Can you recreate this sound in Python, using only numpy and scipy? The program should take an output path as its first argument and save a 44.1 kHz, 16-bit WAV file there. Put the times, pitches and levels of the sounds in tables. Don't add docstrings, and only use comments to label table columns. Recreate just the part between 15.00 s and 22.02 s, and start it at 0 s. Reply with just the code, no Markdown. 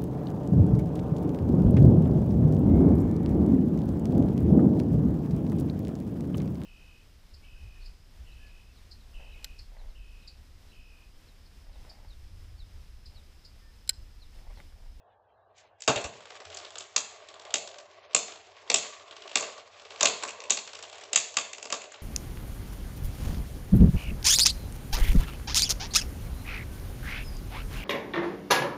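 import sys
import numpy as np
from scipy import signal
from scipy.fft import rfft, irfft
from scipy.io import wavfile
from scipy.ndimage import uniform_filter1d

SR = 44100
rng = np.random.default_rng(int(sys.argv[2]) if len(sys.argv) > 2 else 0)


def undo_db(level):
    steps = np.asarray(level, float) / 20
    return 10 ** steps


def master(y):
    cut = np.clip(np.atleast_2d(y).T, -1, 1)
    pcm = np.round(cut * 32767)
    wavfile.write(sys.argv[1], SR, pcm.astype(np.int16))


N = 309582

# (time [s], peak [dB], bowl floor [dB], bowl wall [dB], top body [dB])
CLASH_EVENTS = [(1.9627, -8.5, -28.5, -20, -11), (2.5403, -10, -21, -30, -11.5),
                (3.1475, -2, -26.5, -24, -14), (3.7001, -8.5, -20.5, -21.5, -12),
                (3.7426, -1, -29, -30.5, -15.5), (4.3563, -5.5, -22, -21.5, -11.5),
                (5.009, -11.5, -23.5, -18, -9), (5.03, -5, -20.5, -19.5, -21),
                (5.0555, -6.5, -22.5, -18, -8.5), (5.235, -21, -18, -7, -13.5),
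                (5.5052, -6.5, -26, -27.5, -14.5), (5.5721, -19.5, -22.5, -24, -9.5),
                (6.1311, -12.5, -23, -28, -13), (6.1593, -3, -32, -29.5, -12.5),
                (6.3689, -10, -24, -18.5, -9), (6.7253, -11, -25, -19.5, -14)]
# (frequency [Hz], width [Hz], level [dB])
BOWL_FLOOR = [(212, 106, -10), (280, 194, -7.5), (406.4, 77, -1), (460, 62, 0.5), (594, 84, 1.5),
              (728, 154, -0.5)]
# (frequency [Hz], width [Hz], level [dB])
BOWL_SIDE = [(985, 254, -5.5), (1140, 104, -0.5), (1520, 300, -11)]
# (frequency [Hz], width [Hz], level [dB])
RIM_TREBLE = [(5100, 2000, -3.5), (5890, 3280, -0.5), (7066, 1850, 6), (7320, 1640, 2.5)]
# (frequency [Hz], width [Hz], level [dB])
SCRATCH_MODES = [(1650, 1400, 1), (2140, 1420, 5.5), (3060, 2600, 3.5), (4500, 3800, -3)]


def unit(x):
    return x / np.sqrt(np.mean(x ** 2))


def ring(x, modes, gains_db=None):
    out = 0
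    for k, (hz, width, db) in enumerate(modes):
        b, a = signal.iirpeak(hz, hz / width, fs=SR)
        gain_db = db if gains_db is None else db + gains_db[k]
        out = out + (-1) ** k * undo_db(gain_db) * signal.lfilter(b, a, x)
    return out


def band(x, hz, width, db=0):
    return ring(ring(x, [(hz, width, db)]), [(hz, width, 0)])


def walk(rate):
    k = int(SR / rate)
    held = np.repeat(rng.standard_normal(N // k + 1), k)
    return uniform_filter1d(held, k)[:N]


def hum():
    hz = 96.4
    noise = rng.standard_normal((2, N))
    tone = np.sin(2 * np.pi * hz * np.arange(N) / SR)
    skirt = unit(band(noise[0], hz, 32))
    rumble = unit(band(noise[1], 65, 40))
    return undo_db(-76.5) * (tone + 0.66 * skirt) + undo_db(-83.5) * rumble


def air():
    # (frequency [Hz], width [Hz], level [dB])
    humps = [(217, 23, -9), (700, 440, 3), (1620, 510, -8.5), (2740, 2100, -15), (3800, 1600, -16.5)]
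    tone = sum(undo_db(2 * walk(28)) * band(rng.standard_normal(N), *hump) for hump in humps)
    return undo_db(-65) * unit(tone)


def bumps():
    grain_db = 4.7 * np.minimum(rng.exponential(size=N), np.log(400))
    return rng.standard_normal(N) * undo_db(grain_db)


def scrape():
    # (time [s], load [dB], skid [0-1])
    tip_path = [(0.79, -72, 0.9), (0.99, -78, 0.34), (1.1, -57.5, 0.51), (1.65, -54, 0.5),
                (1.85, -62.5, 0.77), (2.5, -51, 0.15), (2.88, -60, 0.52), (3.1, -55, 0.05),
                (3.5, -57.5, 0.43), (3.85, -49, 0.58), (4.15, -58, 0.41), (4.4, -46.5, 0.54),
                (4.7, -58, 0.45), (5.1, -48.5, 0.63), (5.35, -53, 0.22), (6.1, -52, 0.43), (6.5, -54.5, 0),
                (7.02, -55, 0.34)]
    t = np.arange(N) / SR
    s, load_db, skid = np.array(tip_path).T
    load_db, skid = np.interp(t, s, load_db), np.interp(t, s, skid)

    tip_db = load_db - 5.5 + 12.5 * skid - 26 * (t < 0.8)
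    bright_db = -22 + 27 * skid
    wobble = np.clip(walk(55), -2, 2)

    middle = BOWL_FLOOR[2:] + BOWL_SIDE
    spot_db = [2.7 * walk(6) for _ in middle]
    middle_band = signal.butter(3, [340, 1300], "band", fs=SR, output="sos")
    shake = signal.sosfilt(middle_band, ring(bumps(), middle, spot_db))
    rumble = undo_db(load_db + 2 * walk(32) + 0.79 * wobble) * unit(shake)

    low = unit(sum(undo_db(0.98 * np.tanh(walk(14))) * band(bumps(), *mode) for mode in SCRATCH_MODES))
    high = unit(band(bumps(), 6400, 4300))
    scratch = undo_db(tip_db - 2.5 + 3.1 * wobble) * (low + undo_db(bright_db + 1.6 * walk(170)) * high)

    late = t - 0.583
    rustle_db = -52.5 + np.where(late < 0, 455.5, -130) * late
    rustle = undo_db(rustle_db - 7 + 1.3 * wobble) * (low + undo_db(-1.5 - 60 * np.abs(late)) * high)
    return rumble + rustle + scratch


def strike(s, peak_db, parts, tooth_hz, length_ms):
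    t = np.arange(4096) / SR
    noise, colour = rng.standard_normal(4096), rng.standard_normal((5, 9))
    tooth_phase = t * tooth_hz * (1 + 0.14 * colour[0, -1]) % 1
    teeth = 0.18 + np.exp(-tooth_phase / 0.56)
    fade = np.exp(-(t * 1000 / length_ms) ** 2) * np.minimum(t / 0.00078, 1)

    push = rfft(noise * teeth * fade)
    smooth = np.sqrt(uniform_filter1d(np.abs(push) ** 2, size=24))
    force = irfft(push / smooth) * np.sqrt(fade)

    piece = np.zeros((2, 4096))
    for (modes, db), spot in zip(parts, colour):
        part = ring(force, modes, 2.0 * spot)
        part = undo_db(peak_db + db) * part / np.abs(part).max()
        lag = int(abs(spot[-2]) * length_ms * SR / 2000)
        click = 1.0 * (np.arange(4096) == lag)
        piece += [part, np.std(part) * unit(ring(click, modes))]
    return int(s * SR) - 50, piece


def place(pieces):
    out = np.zeros((2, N + 4096))
    for i, piece in pieces:
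        out[:, i:i + 4096] += piece
    return out[:, :N]


def blows(rows, tooth_hz, length_ms, bowl_trim_db, core_trim_db, rim_trim_db):
    # (frequency [Hz], width [Hz], level [dB])
    core_modes = [(2050, 500, -8), (2700, 240, 0)]
    # (frequency [Hz], width [Hz], level [dB])
    rim_bass = [(3260, 340, -1.5), (3700, 130, 7.5), (3766, 390, 3), (4410, 610, 0.5)]
    bodies = (RIM_TREBLE, BOWL_FLOOR, BOWL_SIDE, core_modes, rim_bass)
    pieces = []
    for s, db, floor_db, wall_db, top_db in rows:
        shares = [0, floor_db + bowl_trim_db, wall_db + bowl_trim_db, top_db + core_trim_db, top_db + rim_trim_db]
        pieces.append(strike(s, db, zip(bodies, shares), tooth_hz, length_ms))
    return place(pieces)


def brushes():
    # (time [s], peak [dB], bowl [dB], top body [dB])
    glances = [(0.8052, -35.5, -38, -14), (0.8213, -25, -54, -17), (4.4074, -21.5, -15, -26),
               (4.426, -24.5, -15, -10), (5.277, -31, -13, -11), (5.284, -30.5, -22, -6),
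               (5.2906, -27.5, -26, -7.5), (5.3057, -35.5, -25, -8), (5.403, -28, -25, -10),
               (5.4385, -34.5, -14, -5.5), (6.532, -28.5, -22, -7.5), (6.5822, -30, -17, -11),
               (6.6275, -25, -23.5, -11.5), (6.6549, -28.5, -13.5, -9.5), (6.7022, -27, -13.5, -5.5),
               (6.8176, -32, -23, -7)]
    rows = [(s, db, bowl_db, bowl_db, top_db) for s, db, bowl_db, top_db in glances]
    return blows(rows, tooth_hz=505, length_ms=5.3, bowl_trim_db=4, core_trim_db=3, rim_trim_db=0)


def room(direct, spread):
    # (frequency [Hz], decay time T60 [s], level [dB])
    tail_bands = [(240, 0.42, -17.5), (600, 0.42, -27), (1300, 0.38, -17), (2800, 0.63, -26),
                  (4700, 0.44, -17.5), (7500, 0.83, -43)]
    # (delay [s], level [dB])
    reflections = [(.0155, -11.5), (.019, -16), (.025, -19), (.031, -17), (.041, -22)]
    t = np.arange(SR) / SR
    tail = 0
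    for hz, t60, db in tail_bands:
        tail = tail + undo_db(db - 60 * t / t60) * unit(ring(rng.standard_normal(SR), [(hz, 1.16 * hz, 0)]))
    build_up = np.clip((t - 0.004) / 0.0015, 0, 1)

    echoes = np.zeros(SR // 10)
    for s, db in reflections:
        i = int(s * SR)
        smear = signal.windows.exponential(16, 0, 3, False) * rng.choice([-1, 1], 16) / 1.4
        echoes[i:i + 16] += undo_db(db) * smear
    late = signal.fftconvolve(spread, tail * undo_db(-28) * build_up)
    return signal.fftconvolve(direct, echoes)[:N] + late[:N]


def landing():
    # (time [s], peak [dB], bowl floor [dB], bowl wall [dB], top body [dB])
    bounces = [
        (0.8775, -10.5, -12.5, -16, -10.5),
        (0.8824, -16, -15, -8, -35.5),
        (0.898, -25, -1.5, -10, -6.5),
        (0.9585, -21.5, -10, -32, -10),
        (0.9722, -38, -22, -18, 4),
        (1.0128, -32, -15, -14, -19),
        (1.0416, -26.5, -11.5, -12.5, -10.5),
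        (1.0516, -35.5, -22, -27, -8.5),
    ]
    return blows(bounces, tooth_hz=266, length_ms=11, bowl_trim_db=7, core_trim_db=5, rim_trim_db=4)


def thumps():
    # (time [s], peak [dB], pitch [Hz], decay time T60 [s])
    knocks = [
        (0.89, -27.5, 135, 0.15),
        (0.959, -34, 112, 0.095),
        (1.047, -31.5, 71, 0.063),
        (1.46, -54, 87.5, 0.59),
    ]
    out, t = np.zeros(N), np.arange(N) / SR
    shudder = unit(band(rng.standard_normal(N), 130, 130))
    for s, db, hz, t60 in knocks:
        age = np.maximum(t - s, 0)
        out += undo_db(db - 60 * age / t60) * np.sin(2 * np.pi * hz * age)
        out += undo_db(db - 24 - 60 * age / 0.55) * shudder * np.minimum(age / 0.0017, 1)

    rocking = unit(band(rng.standard_normal(N), 164, 110))
    age = t[:SR // 2]
    for s, db, floor_db, *_ in CLASH_EVENTS:
        span = slice(int(s * SR), int(s * SR) + len(age))
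        swell = undo_db(db + 0.59 * floor_db - 36 - 60 * age / 0.32) * np.minimum(age / 0.012, 1)
        out[span] += swell[:len(out[span])] * rocking[span]
    return out


def wobbles():
    # (first tick [s], last tick [s], peak [dB], brightness [dB], resonance [Hz])
    tick_runs = [(1.206, 1.4523, -33.5, -11.5, 2180), (1.502, 1.6492, -33, -11, 3220),
                 (1.7057, 1.8065, -33.5, -6.5, 3450), (2.2867, 2.506, -36, -9, 3280),
                 (3.5664, 3.677, -38.5, -19, 2700), (4.111, 4.2763, -33.5, -14, 2870),
                 (4.467, 4.58, -35.5, -15, 2400), (4.743, 4.96, -33, -18, 2660),
                 (5.676, 5.7897, -30, -7, 2250), (5.9284, 6.037, -38.5, -2.5, 2560),
                 (5.897, 6.012, -36.5, -2.5, 3200)]
    rows = []
    for first, last, db, bright_db, hz in tick_runs:
        period = 0.047 + 0.0018 * first
        count = round((last - first) / period) + 1
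        chance = rng.standard_normal((count, 2))
        for s, (a, b) in zip(np.linspace(first, last, count), chance):
            tick_db = db + 2 * a + 12.5 * (s - (first + last) / 2)
            rows.append((s, tick_db, bright_db, hz * np.exp(0.053 * b)))
    return rows


def ticks():
    # (time [s], peak [dB], brightness [dB], resonance [Hz])
    rubs = [(1.5271, -35, -30.5, 3020), (1.545, -42, 10.5, 4710), (1.5714, -28.5, -0.5, 4500),
            (1.7828, -34, 7, 3300), (1.8394, -38.5, -4.5, 3590), (2.4192, -39.5, -9, 1790),
            (2.675, -30.5, -4.5, 3700), (2.7139, -36.5, -22, 3260), (2.7427, -35.5, -21, 2080),
            (2.7849, -34.5, -2.5, 2750), (3.133, -34, -10.5, 3000), (3.2813, -26, -21, 2460),
            (3.322, -31, -22.5, 2380), (3.3588, -34.5, -17, 2470), (3.9977, -37, -14, 3280),
            (4.0822, -42, -9, 3270), (4.2954, -37, -4, 3280), (4.3152, -31, -11, 2880),
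            (4.8189, -36, -10, 2380), (5.008, -25, 2, 3800), (5.226, -25.5, -9, 2490),
            (5.4982, -21.5, -3, 3460), (5.752, -32, -1.5, 2860), (5.8263, -28.5, -0.5, 2560),
            (5.836, -31.5, -13.5, 3000), (1.629, -42, -10, 2960), (6.342, -35, 1, 2930),
            (6.841, -29, -12, 2790), (6.9195, -34.5, -0.5, 2000), (6.9426, -32, -32, 2700)]
    pieces = []
    for s, db, bright_db, hz in rubs + wobbles():
        parts = [([(hz, 700, 0)], -7), (SCRATCH_MODES, -7), (RIM_TREBLE, bright_db + 0.5),
                 (BOWL_FLOOR[2:] + BOWL_SIDE, -12)]
        pieces.append(strike(s, db, parts, tooth_hz=301, length_ms=7))
    return place(pieces)


def clashes():
    return blows(CLASH_EVENTS, tooth_hz=482, length_ms=6, bowl_trim_db=4.5, core_trim_db=0.5, rim_trim_db=3)


def scene():
    direct, spread = clashes() + brushes() + landing() + ticks()
    return (direct + room(direct, spread) + thumps() + scrape() + hum() + air())[None]


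def suppress(x):
    hz, _, z = signal.stft(x, SR, nperseg=1024)
    power = uniform_filter1d(np.abs(z) ** 2, size=3, axis=-2)
    power = uniform_filter1d(power, size=4, axis=-1) + 1e-18
    limit = undo_db(2 * -94) * (hz[:, None] > 1100)
    gain = np.clip(1 - limit / power, undo_db(-20), 1)
    return signal.istft(z * gain, SR, nperseg=1024)[1][..., :N]


def band_limit(x):
    return signal.sosfilt(signal.butter(12, 8930, fs=SR, output="sos"), x)


def record(dry):
    treble_cut = signal.cheby2(18, 88, 1.1325 * 7990, fs=SR, output="sos")
    bass_cut = signal.butter(3, 52, "high", fs=SR, output="sos")
    cut = signal.sosfilt(bass_cut, signal.sosfilt(treble_cut, suppress(dry)))
    rounded = cut - 0.05 * np.sign(cut) * np.maximum(np.abs(cut) - 0.45, 0) ** 2
    return band_limit(rounded)


dry = scene()
out = record(dry)
master(out)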